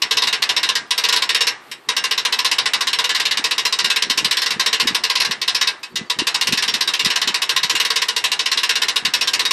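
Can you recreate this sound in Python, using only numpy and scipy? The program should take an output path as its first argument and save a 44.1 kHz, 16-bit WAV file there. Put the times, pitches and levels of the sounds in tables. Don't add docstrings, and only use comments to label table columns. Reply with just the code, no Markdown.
import sys
import numpy as np
from scipy import signal
from scipy.fft import rfft, irfft, next_fast_len
from scipy.io import wavfile
from scipy.ndimage import uniform_filter1d, map_coordinates

SR = 44100
rng = np.random.default_rng(int(sys.argv[2]) if len(sys.argv) > 2 else 0)


def transcribe(signal):
    frames = np.atleast_2d(signal).T
    limited = np.clip(frames, -1, 1)
    pcm = np.round(limited * 32767).astype(np.int16)
    wavfile.write(sys.argv[1], SR, pcm)


def volts_from_decibels(level):
    exponent = np.asarray(level, float) / 20
    return 10 ** exponent


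N = 419832
LIFE_SAMPLES = SR // 4

# (first tooth [s], teeth
# [count], first gap [ms], last gap [ms])
STROKES = [(0.0195, 3, 90.2, 60.3), (0.2206, 3, 50.2, 56.3), (0.4218, 3, 69.3, 72.9),
           (0.6304, 3, 58.7, 64.0), (0.9079, 5, 70.2, 38.6), (1.161, 3, 60.4, 70.2),
           (1.3467, 3, 60.4, 62.5), (1.8877, 5, 77.9, 66.8), (2.2504, 3, 73.4, 64.2),
           (2.4472, 5, 66.4, 77.4), (2.8078, 6, 62.7, 51.1), (3.1474, 5, 51.1, 61.1),
           (3.4411, 5, 68.9, 72.9), (3.7879, 5, 55.6, 61.4), (4.0983, 5, 76.5, 59.1),
           (4.4178, 3, 42.1, 46.1), (4.5961, 6, 64.9, 75.4), (5.0369, 4, 61.6, 47.9),
           (5.2483, 3, 61.5, 105.4), (5.4782, 4, 69.0, 60.2), (6.0988, 7, 89.0, 52.5),
           (6.574, 4, 50.2, 59.6), (6.8079, 3, 67.4, 60.6), (6.9937, 6, 53.6, 58.7),
           (7.3428, 6, 76.1, 65.3), (7.7517, 6, 47.4, 59.1), (8.0843, 5, 78.7, 75.2),
           (8.459, 8, 56.3, 64.8), (8.9594, 3, 90.6, 86.9), (9.2109, 6, 62.2, 56.9)]
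# (strength [dB], looseness of the pawl seat [dB])
GRIP = [(1.5, 1), (0, 0), (1.5, 0.0), (0, 0.5), (1, 2), (0, -0.5), (1.5, -0.5), (-0.5, 1.5), (0.5, 1),
        (1.5, -1.0), (-0.5, 2.5), (-1, -2.5), (0.5, 2), (1, -1.0), (1.0, -1.0), (-1.0, 1.5), (1, 1),
        (0.5, 1), (-2.0, -1.5), (1.5, -2), (0.0, 0.5), (-0.5, -2.0), (0, 0), (0.0, -0.5), (0.5, 1),
        (0, 1.5), (0.5, 3), (0.5, -1.0), (1, -0.5), (0.5, 1)]
# (time [s], peak [dB], post ring [dB])
SLIPS = [
    (1.714, -13, -24),
    (5.8304, -15, -20),
    (5.9568, -5, -49),
]
POST_HZ = [447, 495, 987, 1052, 1108]
# (level [dB], t60 [s])
POST_MODES = [(-8.5, 0.12), (-16, 0.19), (0, 0.12), (6.5, 0.073), (7, 0.052)]
POST_SIGN = [1, -1, 1, 1, 1]
DRUM_HZ = [1442, 1603, 1719, 1885, 1980, 2260, 2605, 2808, 2915, 3085, 3530, 3660]
GEAR_HZ = [3787, 4090, 4708, 4950, 5230, 5390, 5500, 5715, 8365, 8690, 11300]
# (level [dB], t60 [s])
DRUM_GEAR_MODES = [(-15, .17), (-11, .22), (-11, .18), (-11, .15), (-7, .11), (-12, .11), (-6, .13),
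                   (-5, .15), (-8, .11), (-8, .12), (-8, .11), (-7, .11), (0, .13), (-5, .14), (-7, .12),
                   (-5, .1), (-7, .11), (-7, .14), (-7, .12), (-10, .11), (-20, .12), (-22, .11),
                   (-16, .09)]
# (frequency [Hz], density [dB per Hz])
SHEET_COLOUR = [(150, -72), (300, -22), (600, -26.5), (1010, -13), (1350, -18.5), (1950, -4.5), (2400, -11),
                (2750, -2.5), (3300, -7.5), (3800, -0.5), (5600, -5.5), (6400, -13), (11500, -22.5),
                (15500, -26.5)]
# (frequency [Hz], t60 [s])
SHEET_DECAY = [(300, 0.37), (1000, 0.44), (2500, 0.14), (4500, 0.076), (8000, 0.11), (13000, 0.073)]
# (frequency [Hz], time constant [s])
SHEET_RISE = [(300, 0.0068), (1100, 0.0034), (1600, 0.00068), (2700, 0.0003), (3800, 0.0033),
              (5000, 0.0014), (9000, 0.00016)]
# (time [s], frequency [Hz], level [dB], t60 [s])
PINGS = [
    (5.832, 2560, -24, .1),
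    (5.834, 4750, -29, .08),
    (5.958, 2000, -24, .25),
    (5.960, 4120, -21, .11),
    (1.715, 2100, -33, .14),
    (1.223, 2250, -19, .09),
]
# (time [s], peak [dB], frequency [Hz])
GUSTS = [(3.398, -24, 288), (3.845, -29, 189), (4.071, -31, 236), (4.106, -24, 233), (4.182, -25.5, 301),
         (4.23, -24, 255), (4.257, -25, 186), (4.515, -35, 220), (4.568, -24, 207), (4.858, -15.5, 298),
         (4.911, -21.5, 253), (4.928, -29, 172), (5.299, -24.5, 196), (5.946, -29.5, 197),
         (6.017, -21, 209), (6.035, -31, 215), (6.19, -25, 217), (6.222, -13.5, 306), (6.493, -24, 209),
         (6.533, -14, 226), (6.581, -32, 242), (6.687, -27, 253), (6.753, -24, 244), (7.066, -19, 195),
         (7.275, -27, 244), (7.304, -28, 187), (7.649, -29, 174), (7.746, -25, 320), (9.053, -26, 220),
         (9.084, -28, 193)]
# (time [s], level [dB])
WIND_LEVEL = [
    (0.0, -51.5),
    (1.35, -58.5),
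    (1.77, -61),
    (2.15, -56),
    (5.01, -53),
    (5.73, -59),
    (6.73, -52),
    (7.42, -59),
    (9.52, -50),
]
# (frequency [Hz], density [dB per Hz])
RUMBLE_COLOUR = [(12, -47), (20, 5), (76, -30), (134, 2.5), (173, -12.5), (214, 1.5), (315, -2), (344, 3.5),
                 (400, 1.5), (520, -5), (880, -120)]
# (time [s], from [Hz], to [Hz], level [dB])
BIRD_NOTES = [
    (0.871, 5240, 4900, -54),
    (5.925, 4650, 4350, -54),
    (6.075, 4900, 4300, -49),
]
# (frequency [Hz], density [dB per Hz])
RIVER_COLOUR = [(180, -32), (300, -2), (535, -6), (1180, -1), (1370, -7), (1620, -6), (4210, -13),
                (6250, -22), (14000, -23), (15500, -43)]
# (frequency [Hz], weakest surviving line [dB])
TREBLE_FLOOR = [(8000, -60), (9500, -50), (10200, -46), (11600, -45.5), (12000, -45), (15000, -46)]
# (frequency [Hz], level [dB])
SIDE_COLOUR = [(40, -5), (150, -1), (2000, -4), (8000, 1.5)]

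DROP_DB, POST_DB, BRIGHT_DB = -1.02, -22, -0.43
LOOSE_POST_DB_PER_DB, LOOSE_BRIGHT_DB_PER_DB = 0.97, 0.54
POST_DB_PER_S, BRIGHT_DB_PER_S = -0.12, 0.29
SCATTER_DB, SEAT_SCATTER_DB = 0.54, 0.75
FRAME_RING_DB, FRAME_LASTS_RATIO = -20, 4.2
CRACK_DB, CRACK_S = -2.5, 0.0059
EDDY_LEAD_S, EDDY_DB, EDDY_PITCH_RATIO = 0.0219, -14, 0.76
RIVER_DB = -48.5
LOW_CUT_HZ, TOP_CUT_HZ = 85, 14700
FRAME_SAMPLES, GRID_SAMPLES = 1024, 420
APART_SHARE, APART_S = .28, .055


def unit(x):
    return x / np.sqrt(np.mean(x ** 2) + 1e-20)


def along(points, hz):
    f, v = np.transpose(points)
    return np.interp(np.log(hz + 1), np.log(f + 1), v)


def wobble(rate_hz):
    knots = rng.standard_normal(int(N * rate_hz / SR) + 4)
    return map_coordinates(knots, [np.arange(N) * rate_hz / SR])


def hiss(colour):
    m = next_fast_len(N + 8192)
    gain = volts_from_decibels(along(colour, np.fft.rfftfreq(m, 1 / SR)))
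    return unit(irfft(rfft(rng.standard_normal(m)) * gain, m)[:N])


def place(rows, times_s):
    at = np.round(times_s * SR).astype(int)[:, None] + np.arange(rows.shape[1])
    return np.bincount(at.ravel(), rows.ravel(), minlength=N + SR)[:N]


def winch():
    s, db, post_db, bright_db = teeth()
    count = len(s)
    sheet = clatter(bright_db, hold_s=0.0056, tooth_db=1.6)
    drum = ring(DRUM_HZ + GEAR_HZ, DRUM_GEAR_MODES, count, scatter_db=3.5, phase_scatter_rad=2.5,
                rise_s=.004, detune=.0017)
    sheet = sheet * chatter(count, depth_db=2, lasting_s=.03)
    post = ring(POST_HZ, POST_MODES, count, scatter_db=2.5, phase_scatter_rad=.4,
                rise_s=.012, detune=.003, sign=POST_SIGN)
    drop = volts_from_decibels(-15.0) * sheet + volts_from_decibels(-19) * drum
    size = np.linalg.norm(drop[:, :SR // 30], axis=1, keepdims=True)
    drop = volts_from_decibels(db[:, None]) * drop * size.mean() / size
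    flight_s = .0105 + .0015 * rng.standard_normal(count)
    bounce = volts_from_decibels(-6 + 1.3 * rng.standard_normal((count, 1))) * drop
    post = volts_from_decibels(db + post_db + 2.0)[:, None] * post
    return place(drop, s - .001) + place(bounce, s + flight_s) + place(post, s - .001)


def teeth():
    s, push = crank()
    strength_db, loose_db = np.transpose(GRIP)[:, push]
    chance = rng.standard_normal((len(s), 2))
    loose_db = loose_db + SEAT_SCATTER_DB * chance[:, 0]
    from_middle_s = s - N / SR / 2
    db = DROP_DB + strength_db + SCATTER_DB * chance[:, 1]
    post_db = POST_DB + LOOSE_POST_DB_PER_DB * loose_db + POST_DB_PER_S * from_middle_s
    bright_db = BRIGHT_DB + LOOSE_BRIGHT_DB_PER_DB * loose_db + BRIGHT_DB_PER_S * from_middle_s
    slip_s, slip_db, slip_post_db = np.transpose(SLIPS)
    return (np.r_[s, slip_s], np.r_[db, slip_db],
            np.r_[post_db, slip_post_db], np.r_[bright_db, 0 * slip_s + 1.5])


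def crank():
    s = []
    for start_s, count, first_ms, last_ms in STROKES:
        gaps_ms = np.linspace(first_ms, last_ms, int(count) - 1)
        s.append(start_s + np.cumsum(np.r_[0, gaps_ms]) / 1000)
    return np.concatenate(s), np.repeat(np.arange(len(s)), [len(push) for push in s])


def clatter(bright_db, hold_s, tooth_db):
    hz, t, z = signal.stft(rng.standard_normal((len(bright_db), LIFE_SAMPLES)), SR, nperseg=128)
    tooth = unit(uniform_filter1d(rng.standard_normal(z.shape[:2]), size=3, axis=1))
    high = 1 / (1 + (6500 / (hz + 1)) ** 6)
    colour = volts_from_decibels(along(SHEET_COLOUR, hz) + tooth_db * tooth + np.outer(bright_db, high))
    hz = hz[:, None]
    held_s = np.maximum(t - hold_s * np.clip(1.5 - hz / 9000, 0, 1), 0)
    fading_db = -60 * held_s / along(SHEET_DECAY, hz)
    frame = volts_from_decibels(FRAME_RING_DB + fading_db / FRAME_LASTS_RATIO)
    crack = volts_from_decibels(CRACK_DB) * np.exp(-t / CRACK_S)
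    filling = 1 - np.exp(-(t + 0.00022) / np.abs(along(SHEET_RISE, hz)))
    life = (volts_from_decibels(fading_db) + frame + crack) * filling
    rows = signal.istft(z * colour[:, :, None] * life, SR, nperseg=128)[1][:, :LIFE_SAMPLES]
    onset = 1 - np.exp(-np.arange(LIFE_SAMPLES) / SR / .0016)
    return rows / np.sqrt(np.mean(rows[:, :SR // 50] ** 2)) * onset


def chatter(count, depth_db, lasting_s):
    knots = np.minimum(rng.exponential(size=(count, LIFE_SAMPLES // 48 + 2)), 3.2) - 1
    spikes = signal.resample_poly(knots, 48, 1, axis=1)[:, :LIFE_SAMPLES]
    return volts_from_decibels(depth_db * spikes * np.exp(-np.arange(LIFE_SAMPLES) / SR / lasting_s))


def ring(hz, modes, count, scatter_db, phase_scatter_rad, rise_s, detune, sign=1):
    db, t60 = np.transpose(modes)[:, :, None]
    t = np.arange(LIFE_SAMPLES) / SR
    life = volts_from_decibels(db - 60 * t / t60) * (1 - np.exp(-t / abs(rise_s)))
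    chance = rng.standard_normal((count, 2, len(modes)))
    strength = np.array(sign) * volts_from_decibels(scatter_db * chance[:, 0])
    push = strength * np.exp(1j * phase_scatter_rad * chance[:, 1])
    seats_hz = np.array(hz) * (1 + detune * rng.standard_normal((5, len(modes))))
    seat = rng.integers(len(seats_hz), size=count)
    rows = np.zeros((count, LIFE_SAMPLES))
    for k, shifted_hz in enumerate(seats_hz):
        turning = np.exp(2j * np.pi * np.outer(shifted_hz, t))
        rows[seat == k] = (push[seat == k] @ (life * turning)).imag
    return rows


def pings():
    s, hz, db, t60 = np.transpose(PINGS)[:, :, None]
    t = np.arange(LIFE_SAMPLES) / SR
    life = volts_from_decibels(db - 60 * t / t60) * (1 - np.exp(-t / 0.00037))
    return place(life * np.sin(2 * np.pi * hz * t), s[:, 0])


def wind():
    pops = np.array(GUSTS)
    eddies = pops * [1, 1, EDDY_PITCH_RATIO] + [-EDDY_LEAD_S, EDDY_DB, 0]
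    s, db, hz = np.transpose(np.r_[pops, eddies])[:, :, None]
    t = np.arange(SR // 10) / SR - 1 / 20
    start_s = s[:, 0] - 1 / 20
    phase = 2 * np.pi * (hz * t + rng.random(s.shape))
    puffs = np.exp(-(t * hz / 0.92) ** 2) * (np.cos(phase) + 0.2 * np.cos(phase / 2))
    swell = place(volts_from_decibels(db - 22) * np.exp(-(t / 0.023) ** 2), start_s)
    calm = volts_from_decibels(np.interp(np.arange(N) / SR, *np.transpose(WIND_LEVEL)) + 6.5)
    rumble = (calm + swell) * unit(volts_from_decibels(3.4 * wobble(35)) * hiss(RUMBLE_COLOUR))
    return rumble + place(volts_from_decibels(db - 1.0) * puffs, start_s)


def bird():
    s, from_hz, to_hz, db = np.transpose(BIRD_NOTES)[:, :, None]
    u = np.linspace(0, 1, SR // 20)
    phase = 2 * np.pi * np.cumsum(from_hz + (to_hz - from_hz) * u, axis=1) / SR
    notes = np.sin(np.pi * u) * np.sin(phase)
    return place(volts_from_decibels(db) * notes, s[:, 0] - 1 / 40)


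def river():
    return volts_from_decibels(RIVER_DB + 2 * wobble(9)) * hiss(RIVER_COLOUR)


def scene():
    return np.tile(winch() + pings() + river() + wind() + bird(), (2, 1))


def thin_treble(x, rise_db):
    highpass = signal.butter(8, 8000, "high", fs=SR, output="sos")
    treble = signal.sosfiltfilt(highpass, x)
    power = np.abs(uniform_filter1d(treble ** 2, size=128)) + 1e-14
    jump = power > volts_from_decibels(2 * rise_db) * np.roll(power, FRAME_SAMPLES // 8)
    padding = (GRID_SAMPLES, -(N + GRID_SAMPLES) % FRAME_SAMPLES)
    frames = np.pad(jump, padding).reshape(-1, FRAME_SAMPLES)
    struck = np.maximum.accumulate(frames, axis=1).ravel()[GRID_SAMPLES:][:N]
    whole = uniform_filter1d(struck * 1., size=64)
    hz, _, z = signal.stft((1 - whole) * treble, SR, nperseg=2 * FRAME_SAMPLES)
    full = signal.stft((1 - whole) * x, SR, nperseg=2 * FRAME_SAMPLES)[2]
    loud = np.linalg.norm(full, axis=0)
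    near = np.sqrt(np.abs(uniform_filter1d(np.abs(z) ** 2, size=7, axis=0)))
    lines = z * (near > loud * volts_from_decibels(along(TREBLE_FLOOR, hz))[:, None])
    kept = signal.istft(lines, SR, nperseg=2 * FRAME_SAMPLES)[1][:N]
    attacked = np.repeat(frames.any(axis=1), FRAME_SAMPLES)[GRID_SAMPLES:][:N]
    waiting = uniform_filter1d(attacked * .5, size=64)
    return x - (1 - whole) * (treble - (1 - waiting) * kept)


def side_noise(x, depth_db):
    hz, t, z = signal.stft(x, SR, nperseg=FRAME_SAMPLES)
    s = crank()[0]
    s = s[rng.random(len(s)) < APART_SHARE, None]
    on = ((t > s + .011) & (t < s + APART_S - .011)).any(axis=0)
    smooth = uniform_filter1d(np.abs(z), size=9, axis=0)
    level = smooth ** 0.67 * volts_from_decibels(depth_db + along(SIDE_COLOUR, hz))[:, None]
    phase = np.exp(2j * np.pi * rng.random(z.shape))
    return signal.istft(level * on * phase, SR, nperseg=FRAME_SAMPLES)[1][:N]


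def band_limit(x):
    return signal.sosfilt(signal.butter(12, 15970, fs=SR, output="sos"), x)


def record(dry):
    low_cut = signal.butter(1, LOW_CUT_HZ, "high", fs=SR, output="sos")
    lean = signal.sosfilt(low_cut, dry[0])
    soft = lean / (1 + np.abs(lean / .95) ** 6) ** (1 / 6)
    top_cut = signal.cheby1(12, .5, TOP_CUT_HZ, fs=SR, output="sos")
    mid = thin_treble(signal.sosfiltfilt(top_cut, soft), rise_db=8)
    side = side_noise(mid, depth_db=-30)
    return band_limit(np.array([mid + side, mid - side]))


dry = scene()
out = record(dry)
transcribe(out)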